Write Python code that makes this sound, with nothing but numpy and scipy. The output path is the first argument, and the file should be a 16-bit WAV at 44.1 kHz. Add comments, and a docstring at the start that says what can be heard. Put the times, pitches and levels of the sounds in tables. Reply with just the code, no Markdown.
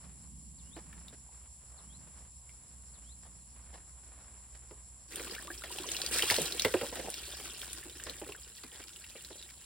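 """A garden at dusk: hair is lathered and rinsed, with insects, far birds and a distant engine.
Foam crackles under the fingers. A dipper of water is tipped over the head: it gurgles through the hair,
spatters on the ground as clicks and ringing bubbles, and lands in heavy slops that trap air.
Then hands wipe the wet face and hair while the last drops fall."""
import sys
import numpy as np
from scipy import signal
from scipy.fft import rfft, irfft, next_fast_len
from scipy.io import wavfile

SR = 44100
rng = np.random.default_rng(int(sys.argv[2]) if len(sys.argv) > 2 else 0)


def master(y):
    """Save y as 16-bit WAV."""
    cut = np.clip(np.atleast_2d(y).T, -1, 1)
    pcm = np.round(cut * 32767)  # scale
    wavfile.write(sys.argv[1], SR, pcm.astype(np.int16))


N = 425565
TIME = np.arange(N) / SR
WATER_START_S, WATER_RISE_S, REFERENCE_FLOW_DB = 5.078, 0.04, -49

# Flow off the head as the dipper empties, then as the hair drains. 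Each row: time in seconds, flow in dB.
POURING = [(5.12, -52.5), (5.296, -49), (5.462, -55.5), (5.586, -53.5), (5.922, -46), (6.08, -46)]
DRAINING = [(6.54, -48.5), (6.7, -46), (6.99, -50.5), (7.47, -50.5), (8.26, -56.5), (8.44, -59.5),
            (9.29, -57.5), (9.64, -59.5)]
# The bulk of the water hits the ground. Each row: start in seconds, length in seconds, flow in dB.
GUSH = [(6.1, 0.53, -36)]

def water_flow_db():
    """The pour and the draining after it, with the gush on top."""
    steady_db, = in_time(list(POURING) + list(DRAINING))
    gush = swells(GUSH, attack_s=0.029, release_s=0.39)
    return 20 * np.log10(np.hypot(from_db(steady_db), gush))


# Spectra of running water. Each row: frequency in Hz, gain in dB.
SPATTER_COLOUR = [(700, -19), (1150, -2), (1700, 5.5), (2200, -1.5), (2900, 6), (4900, 5), (7500, 2),
                  (16000, -4.5)]
SPRAY_COLOUR = [(3000, -6), (5500, -11), (7600, 7), (10000, 2.5), (12000, 2), (15000, -4)]
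GURGLE_COLOUR = [(60, -9), (140, -1.5), (220, -5), (340, 5.5), (550, -1), (850, -3), (1500, -8),
                 (3000, -39)]
# Dipper or hand pushes water through hair. Each row: start in seconds, length in seconds, level in dB.
SQUEEZES = [(5.1, 0.46, -59), (5.62, 0.37, -64), (6.62, 0.38, -63), (8.04, 0.14, -58), (8.2, 0.2, -58.5)]

def runoff():
    """Water falls in clumps of ringing spatter, fine spray and low gurgle; squeezed hair squishes."""
    flow_db = water_flow_db()
    excess_db = flow_db - REFERENCE_FLOW_DB
    per_s = 1050 * from_db(0.62 * excess_db)  # stronger flow: louder drops, and somewhat more of them
    clumps = np.clip((TIME - WATER_START_S) / WATER_RISE_S, 0, 1) * from_db(drift(45))
    rings = bubbles(impacts(per_s, size_db=3.5), low_hz=867, high_hz=6230, cycles=30.6, rise=0.24)
    rings = rms_one(scatter(rings, t60_s=0.073, wet_db=2))
    ring_gain = from_db(np.minimum(0.25 * excess_db, 0))  # a thin trickle traps fewer bubbles
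    ticks = crackle(impacts(per_s * 0.7, size_db=4), t60_s=0.01)
    spatter = rms_one(colour((ring_gain * rings + ticks) / np.hypot(ring_gain, 1), SPATTER_COLOUR))
    spray = crackle(impacts(per_s * 1.6, size_db=4), t60_s=0.027)
    spray = rms_one(colour(spray, SPRAY_COLOUR))
    gurgle = bubbles(impacts(per_s * 0.45, size_db=2), low_hz=115, high_hz=1400, cycles=15, rise=0.35)
    gurgle = rms_one(colour(scatter(gurgle, t60_s=0.036, wet_db=-7), GURGLE_COLOUR))
    squish = bubbles(impacts(per_s * 0.22, size_db=1), low_hz=953, high_hz=2090, cycles=40, rise=0.45)
    running = from_db(np.minimum(-59 + 1.57 * excess_db, -52))  # hair can carry only so much water
    squeezed = swells(SQUEEZES, attack_s=0.035, release_s=0.057)
    falling = from_db(flow_db - 2) * spatter + from_db(-51.5 + 0.97 * excess_db) * spray
    in_hair = np.hypot(running, squeezed) * gurgle + from_db(-2.5) * squeezed * squish
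    return clumps * (falling + in_hair)


# Heavy slops of water and wet palms. Each row: start in seconds, relative level in dB,
# resting pitch of the trapped air in Hz, relative splash level in dB.
SLOPS = [(0.765, -41, 312, -13.5), (4.709, -45.5, 374, -13.5), (5.196, -39.5, 436, -3),
         (5.314, -44.5, 404, -14), (5.637, -43, 564, 2.5), (6.23, -32, 383, -4), (6.31, -28.5, 705, 0),
         (6.38, -25.5, 409, -17), (6.406, -34, 155, -29), (6.649, -21, 409, -8), (6.7393, -19, 345, -14.5),
         (6.812, -29.5, 434, -10), (6.828, -31, 462, -24), (7.854, -44.5, 310, -11), (8.215, -36, 293, -14),
         (8.288, -38, 393, -15), (8.637, -46, 248, -3), (9.152, -45.5, 443, -12), (9.304, -44, 341, -12)]
# Spectrum of the thud. Each row: frequency in Hz, gain in dB.
THUD_COLOUR = [(40, -27), (90, 6.5), (200, 2), (380, 11), (830, 6.5), (1200, -5.5), (2500, -31.5)]

def slops():
    """A mass of water lands with a splash and a thud; the air trapped under it rings and wobbles."""
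    out, t = np.zeros((2, N)), TIME[:SR // 5]
    splash_colour = [(400, -16), (800, 4.5), (1800, 9.5), (3000, 5), (6000, -8)]
    for start_s, level_db, rest_hz, splash_db in SLOPS:
        thud = colour(burst(t60_s=0.072, rise_s=0.0035), THUD_COLOUR)
        splash = colour(burst(t60_s=0.044, rise_s=0.00017), splash_colour)
        pitch_hz = rest_hz * (1 + 0.447 * np.exp(-t / 0.008))  # sinks as the pocket opens
        pitch_hz *= np.exp(0.09 * drift(200)[:len(t)])
        pocket = np.sin(phase_of(pitch_hz)) * strike(t, t60_s=0.076, rise_s=0.0062)
        body = rms_one(rms_one(thud) * [[1], [0.5]] + from_db(1.5) * rms_one(pocket) * MID_ONLY)
        slop = body + from_db(splash_db + 5.5) * rms_one(splash)
        add(out, slop * from_db(level_db - 22), start_s)
    return scatter(out, t60_s=0.2, wet_db=-10)


def stray_drops():
    """Small drops break off at random, more and bigger in a stronger flow; rows as in BIG_DROPS."""
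    excess_db = water_flow_db() - REFERENCE_FLOW_DB
    per_s = 25 * from_db(0.3 * excess_db) * (TIME > WATER_START_S)
    born = np.flatnonzero(rng.random(N) < per_s / SR)
    size_db, detune = rng.standard_normal((2, N))[:, born]
    level_db = -50.5 + 0.35 * excess_db[born] + size_db
    ring_hz = 3490 * 2 ** (0.44 * detune)
    return list(zip(TIME[born], level_db, ring_hz))


# The biggest drops and wet clicks. Each row: start in seconds, relative level in dB, ring pitch in Hz.
BIG_DROPS = [(0.928, -54.5, 1810), (1.082, -52.5, 3700), (2.4922, -58.5, 2140), (5.1584, -36, 9300),
             (5.349, -41.5, 2280), (5.785, -39, 3200), (5.8885, -39, 3000), (5.917, -34, 6700),
             (5.966, -33.5, 4120), (6.017, -32.5, 4250), (6.0628, -32, 4440), (6.1923, -32, 1900),
             (6.2225, -27, 3000), (6.3, -23.5, 1850), (6.308, -26.5, 4570), (6.3414, -31, 3120),
             (6.3634, -31.5, 4470), (6.4178, -31.5, 9260), (6.5225, -35.5, 4000), (6.5961, -27.5, 3930),
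             (6.62, -31, 5500), (6.648, -25.5, 1980), (7.102, -37.5, 9850), (7.1409, -39.5, 4550),
             (7.4544, -45.5, 1530), (7.616, -41.5, 3240), (7.629, -44, 1540), (7.7307, -39, 8900),
             (7.9983, -47, 1680), (8.0376, -42, 7160), (8.096, -39, 3900), (8.3215, -46.5, 2740),
             (8.6342, -48.5, 3720), (8.9605, -49, 2920), (9.2474, -46.5, 4200)]

def drops(ring_cycles, tone_cycles):
    """Each drop bursts with a click, a rough ring and a brief tone."""
    out, t = np.zeros((2, N)), TIME[:SR // 5]
    onset = SR // 200  # the first 5 ms set the level
    click_colour = [(500, -16), (2000, 4.5), (9000, 1), (16000, 3)]
    for start_s, level_db, hz in list(BIG_DROPS) + stray_drops():
        puff = burst(t60_s=ring_cycles / hz, rise_s=0.0008)
        ring = resonate(resonate(puff, hz, hz * 0.55), hz, hz * 1.1)
        click = colour(burst(t60_s=0.016, rise_s=0.0005), click_colour)
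        tone = np.sin(2 * np.pi * hz * t) * t * np.exp(-t * hz / tone_cycles) * MID_ONLY
        parts = [(ring, 0), (click, -3.5), (tone, -5)]
        drop = sum(from_db(db) * part / np.std(part[:, :onset]) for part, db in parts)
        add(out, drop / np.std(drop[:, :onset]) * from_db(level_db - 1.5), start_s)
    return scatter(out, t60_s=0.1, wet_db=-5)


# Bubbles in the dipper and the runoff. Each row: start in seconds, level in dB, starting pitch in Hz.
PLINKS = [(1.291, -52, 785), (5.364, -39, 1400), (5.382, -34.5, 1580), (5.478, -38, 1054),
          (5.503, -31, 1520), (5.62, -39.5, 1330), (5.704, -41, 870), (5.784, -37, 746),
          (5.841, -37.5, 970)]

def plinks(rise_per_s):
    """A bubble rings briefly; its pitch climbs as it nears the surface."""
    out, t = np.zeros((2, N)), TIME[:SR // 10]
    for start_s, level_db, hz in PLINKS:
        tone = np.sin(phase_of(hz * (1 + rise_per_s * t)))
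        add(out[0], from_db(level_db) * tone * strike(t, t60_s=0.031, rise_s=0.00091), start_s)
    return scatter(out, t60_s=0.045, wet_db=-3)


# A palm presses foam or slides over wet hair. Each row: start in seconds, length in seconds,
# level in dB, pitch of the hollow under it in Hz, squish against the hollow in dB.
WIPES = [(0.76, 0.049, -50, 900, -3), (1.125, 0.037, -56, 520, 0.5), (1.7, 0.16, -68, 1000, -14),
         (2.185, 0.062, -66, 780, -6), (3.22, 0.096, -66, 850, -2), (3.724, 0.071, -59, 820, -0.5),
         (4.543, 0.038, -61.5, 900, 6), (6.922, 0.034, -39.5, 716, -4.5), (6.946, 0.1, -46, 554, -4),
         (7.028, 0.11, -50, 575, -21.5), (8.056, 0.081, -50, 483, 1), (8.716, 0.096, -63.5, 820, 5.5),
         (8.79, 0.047, -54.5, 517, 1.5)]
# Spectrum of the squish. Each row: frequency in Hz, gain in dB.
SQUISH_COLOUR = [(500, -16.5), (1200, 3), (1800, 6.5), (2400, -2.5), (3600, -2), (6000, -6), (12000, -24)]

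def wipes(hollow_width, hollow_rise):
    """Wet hairs slip under a palm: a soft squish, and a hollow note that rises as the hand closes."""
    out, t = np.zeros((2, N)), TIME[:SR // 4]
    for start_s, length_s, level_db, hz, squish_db in WIPES:
        slips = rng.standard_normal((2, len(t))) * from_db(2.96 * drift(267)[:len(t)])
        pitch_hz = hz * (1 + hollow_rise * (np.minimum(t / length_s, 1) - 0.5))
        carrier = np.exp(1j * phase_of(pitch_hz))
        lowpass = signal.butter(2, hz * hollow_width / 2, fs=SR, output="sos")
        hollow = rms_one(np.real(carrier * signal.sosfilt(lowpass, slips / carrier)))  # gliding band
        squish = from_db(squish_db) * rms_one(colour(slips, SQUISH_COLOUR))
        press = gate(t, length_s, attack_s=0.015, release_s=0.042)
        add(out, from_db(level_db) * press * (hollow + squish), start_s)
    return out


# Firm strokes through the lather. 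Each row: start in seconds, length in seconds, level in dB.
STROKES = [(0, 0.19, -66), (.76, 0.44, -69.5), (2.04, 0.28, -69), (3.55, 0.37, -73), (4.15, 0.77, -71)]
# The hands lift and the light rubbing stops. Each row: start in seconds, length in seconds.
PAUSES = [(0.26, 0.37), (1.444, 0.19), (2.25, 0.2), (3.38, 0.12), (4.73, 0.14)]
# Spectrum of the foam. Each row: frequency in Hz, gain in dB.
LATHER_COLOUR = [(250, 7), (1000, 8.5), (1800, 4.5), (4500, -4), (16000, -40)]

def lather():
    """Foam crackles unevenly under the fingers until the water comes."""
    foam = crackle(impacts(per_s=600, size_db=2.5), t60_s=0.066) * from_db(1.6 * drift(24.63))
    before_rinse = np.clip((WATER_START_S - TIME) / 0.013, 0, 1)
    lifted = sum(gate(TIME - start_s, length_s, 0.052, 0.052) for start_s, length_s in PAUSES)
    light = (1 - lifted) * from_db(-73.5 + 2 * drift(4.04))
    firm = swells(STROKES, attack_s=0.011, release_s=0.12)
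    return before_rinse * np.hypot(light, firm) * rms_one(colour(foam, LATHER_COLOUR))


# Insect choruses. Each row: centre in Hz, nominal width in Hz, level in dB, throb depth in dB.
INSECTS = [(4350, 400, -85, 5), (5410, 380, -77, 3), (7452, 425, -59.5, 0.5), (10440, 630, -65.5, .2)]

def insects(throb_hz):
    """Many far insects merge into narrow bands of shrilling; the lower bands throb most."""
    out = 0
    throb = np.sin(phase_of(throb_hz + 0.8 * drift(2.95)))
    for hz, width_hz, level_db, throb_db in INSECTS:
        hiss = rng.standard_normal((2, N))
        chorus = resonate(resonate(hiss, hz, width_hz * 1.65), hz, width_hz * 1.65)
        out += rms_one(chorus) * from_db(level_db + throb_db * throb + 0.5 * drift(59))
    return out


# Loudness of the engine. Each row: time in seconds, relative level in dB.
ENGINE_LEVELS = [(0, -61.5), (3.6, -60), (4.2, -61.5), (8.2, -60.5), (8.6, -70.5)]

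def engine(firing_hz):
    """A distant engine: its firing tone and octave, wavering on the way, over a dull drone."""
    phase = phase_of(firing_hz + 0.5 * drift(3.4))
    hum = np.sin(phase) * from_db(0.73 * drift(16)) + from_db(-11.5) * np.sin(2 * phase)
    drone = noise([(30, -31.5), (60, 13.5), (90, -4), (200, -42)])
    level_db, = in_time(ENGINE_LEVELS)
    return from_db(level_db) * (from_db(-1) * rms_one(hum) * MID_ONLY + from_db(-4) * drone)


# Calls of a far bird. Each row: start in seconds, relative level in dB, time stretch as a ratio.
BIRD_CALLS = [(0.575, -76, 0.95), (1.764, -78, 0.98), (2.93, -78.5, 0.98)]
# Contour of one call. Each row: unstretched time in seconds, pitch in Hz, gain in dB.
CALL_SHAPE = [(0, 5100, 9), (.026, 3650, 17.5), (0.048, 2690, 4), (.11, 2960, 2), (0.15, 3330, 12),
              (.205, 4370, 16)]
# Other birds answer. Each row: start in seconds, length in seconds, relative level in dB,
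# first pitch in Hz, last pitch in Hz.
CHIRPS = [(3.392, .055, -73, 4330, 3730), (3.475, 0.055, -75, 5350, 4000)]

def birds():
    """A thin whistle dips and softens in the middle, varying each time; fainter chirps arch downward."""
    out, t = np.zeros((2, N)), TIME[:SR // 4]
    shape_s, shape_hz, shape_db = np.transpose(CALL_SHAPE)
    for start_s, level_db, stretch in BIRD_CALLS:
        pitch_hz = np.interp(t / stretch, shape_s, shape_hz) * (1 + 0.0135 * drift(50.4)[:len(t)])
        call_db = level_db - 1 + np.interp(t / stretch, shape_s, shape_db) + 3.4 * drift(55.6)[:len(t)]
        envelope = gate(t, shape_s[-1] * stretch, attack_s=0.0062, release_s=0.0062)
        add(out, from_db(call_db) * envelope * np.sin(phase_of(pitch_hz)), start_s)
    for start_s, length_s, level_db, from_hz, to_hz in CHIRPS:
        progress = np.minimum(t / length_s, 1)
        pitch_hz = from_hz + (to_hz - from_hz) * progress ** 1.2
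        envelope = np.sqrt(4 * progress * (1 - progress))
        add(out[0], from_db(level_db) * envelope * np.sin(phase_of(pitch_hz)), start_s)
    return from_db(-4.5) * scatter(out, t60_s=0.12, wet_db=-1)


# Swells of the rumble. Each row: start in seconds, length in seconds, level in dB.
RUMBLE_SWELLS = [(0, 1.31, -62), (1.8, 0.5, -65.5), (2.55, 1.4, -71.5)]
# Spectra of the background. Each row: frequency in Hz, gain in dB.
RUMBLE_COLOUR = [(60, -18), (165, 5), (220, -1.5), (300, -10.5), (600, -42.5)]
AIR_COLOUR = [(25, -30.5), (60, 8), (170, -12), (350, -18), (600, -17), (1080, -13), (1300, -26),
              (3000, -23), (4500, -21), (9000, -31), (16000, -62)]

def surroundings():
    """Steady outdoor air, and a low rumble that swells a few times and sinks back."""
    rumble_gain = np.hypot(from_db(-74.5), swells(RUMBLE_SWELLS, attack_s=0.058, release_s=0.23))
    return from_db(-68) * noise(AIR_COLOUR) + rumble_gain * noise(RUMBLE_COLOUR)


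def impacts(per_s, size_db):
    """Random clicks, mostly small and a few large, of even mean power whatever their rate."""
    born = rng.random(N) < per_s / SR
    sizes = from_db(size_db * np.minimum(rng.exponential(1, N), 4))
    return born * sizes * rng.standard_normal((2, N)) / np.sqrt(per_s)


def bubbles(clicks, low_hz, high_hz, cycles, rise):
    """Each click rings a bubble of random size; its pitch climbs by a share as it nears the surface."""
    out, born = np.zeros((2, N)), np.flatnonzero(clicks[0])
    age = np.linspace(0, 1, 2048)
    tone = np.sin(2 * np.pi * cycles * (age + rise * age ** 2 / 2)) * from_db(-60 * age)
    pitches_hz = low_hz * (high_hz / low_hz) ** rng.random(N)[born]
    for i, hz in zip(born, pitches_hz):
        ring = np.interp(TIME[:int(SR * cycles / hz)] * hz / cycles, age, tone)
        add(out, hz * clicks[:, i, None] * ring, TIME[i])
    return rms_one(out)


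def crackle(clicks, t60_s):
    """Each click frays into a tiny puff of noise."""
    decay = from_db(-120 / (t60_s * SR))
    power = signal.lfilter([1], [1, -decay], np.mean(clicks ** 2, axis=0) + 1e-18)
    return rms_one(np.sqrt(power) * rng.standard_normal((2, N)))


def scatter(x, t60_s, wet_db):
    """A short diffuse tail: splinters of drops, echoes from ground and body."""
    tail = burst(t60_s, rise_s=0.00076)
    tail /= np.sqrt(np.sum(tail ** 2, axis=1, keepdims=True))
    return x + from_db(wet_db) * signal.oaconvolve(x, tail, axes=1)[:, :N]


def burst(t60_s, rise_s):
    """A pair of noise puffs."""
    t = TIME[:SR // 5]
    return rng.standard_normal((2, len(t))) * strike(t, t60_s, rise_s)


def noise(points):
    """A pair of coloured noises, rms 1."""
    return rms_one(colour(rng.standard_normal((2, N)), points))


def resonate(x, hz, width_hz):
    """One resonance with peak gain 1."""
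    radius = np.exp(-np.pi * width_hz / SR)
    feedback = [1, -2 * radius * np.cos(2 * np.pi * hz / SR), radius ** 2]
    return signal.lfilter(np.array([1, 0, -1]) * (1 - radius ** 2) / 2, feedback, x + 1e-18)


def colour(x, points):
    """Minimum-phase filter through (Hz, dB) points."""
    size = 4096
    cepstrum = irfft(np.log(from_db(at_hz(points, np.arange(size // 2 + 1) * SR / size))))
    cepstrum[1:size // 2] *= 2
    cepstrum[size // 2 + 1:] = 0
    response = irfft(np.exp(rfft(cepstrum)))[None, :size // 2]
    return signal.oaconvolve(x, response, axes=1)[:, :x.shape[1]]


def strike(t, t60_s, rise_s):
    """Envelope: quick rise, exponential decay."""
    return (1 - np.exp(-t / rise_s)) * from_db(-60 * t / t60_s)


def gate(t, length_s, attack_s, release_s):
    """Envelope: linear rise, hold, linear release."""
    return np.clip(np.minimum(t / attack_s, (length_s - t) / release_s), 0, 1)


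def swells(rows, attack_s, release_s):
    """Summed gain of gestures, one gate per row."""
    return sum(from_db(db) * gate(TIME - start_s, length_s, attack_s, release_s)
               for start_s, length_s, db in rows)


def drift(per_s):
    """Random wander with standard deviation 1."""
    knots = rng.standard_normal(4096)
    return np.interp(TIME * per_s, np.arange(len(knots)), knots) / np.sqrt(2 / 3)


def phase_of(hz):
    """Running phase in radians."""
    return 2 * np.pi * np.cumsum(hz) / SR


def from_db(db):
    """Decibels to gain."""
    return 10 ** (np.asarray(db) / 20)


def rms_one(x):
    """Scale to unit rms."""
    return x / np.sqrt(np.mean(x ** 2) + 1e-30)


def in_time(rows):
    """One curve per value column of a table."""
    times_s, *columns = np.transpose(rows)
    return [np.interp(TIME, times_s, column) for column in columns]


def at_hz(points, hz):
    """Read a table along log frequency."""
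    points_hz, values = np.transpose(points)
    return np.interp(np.log(np.maximum(hz, 1)), np.log(points_hz), values)


def add(out, sound, start_s):
    """Mix a sound in."""
    start = max(int(start_s * SR), 0)
    out[..., start:start + sound.shape[-1]] += sound[..., :N - start]


# Stereo image of close and far sounds. Each row: frequency in Hz, left-right likeness from 0 to 1.
NEAR_LIKENESS = [(500, 0.84), (1400, 0.56), (2200, 1), (3800, 0.44), (5600, 0.58), (7700, 0.76),
                 (8800, 0.81), (11000, 0.79), (12500, 1)]
FAR_LIKENESS = [(60, 0.99), (1400, 0.29), (2200, 1), (3800, 0.13), (7500, 0.65), (9000, 1)]
# Level between the sides. Each row: frequency in Hz, left minus right in dB.
BALANCE = [(200, -3), (450, -3.5), (900, 1), (16000, -1)]
# Phase between the sides. Each row: frequency in Hz, lead of the left in radians.
PHASE_LEAD = [(2600, 0), (3600, 0.76), (5300, 0.5), (5800, -3), (6800, -3.5), (8300, -6.5), (10000, -6),
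              (12000, -10), (13700, -10), (14600, -12)]
MID_ONLY = [[1], [0]]

def spread(pair, likeness):
    """Mid and side become left and right, with the likeness, phase and balance of each frequency."""
    size = next_fast_len(N)
    hz = np.arange(size // 2 + 1) * SR / size
    mid, side = rfft(pair, size)
    alike = np.clip(at_hz(likeness, hz), -0.99, 0.99)
    signs = np.array([[1], [-1]])
    stereo = np.sqrt(1 + alike) * mid + np.sqrt(1 - alike) * side * signs
    stereo *= np.exp(0.5j * signs * at_hz(PHASE_LEAD, hz))
    stereo *= from_db(signs * at_hz(BALANCE, hz) / 2)
    return irfft(stereo, size)[:, :N]


def scene():
    """Water close by, the garden all round."""
    garden = surroundings() + engine(firing_hz=61.3) + insects(throb_hz=6.3) + birds()
    water = runoff() + lather() + wipes(hollow_width=0.93, hollow_rise=0.13) + plinks(rise_per_s=20)
    water += slops() + drops(ring_cycles=42, tone_cycles=2.3)
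    return spread(water, NEAR_LIKENESS) + spread(garden, FAR_LIKENESS)


def record(dry):
    """Steep low-pass at 16 kHz."""
    return signal.sosfilt(signal.ellip(10, 0.1, 80, 16000, fs=SR, output="sos"), dry)


dry = scene()
out = record(dry)
master(out)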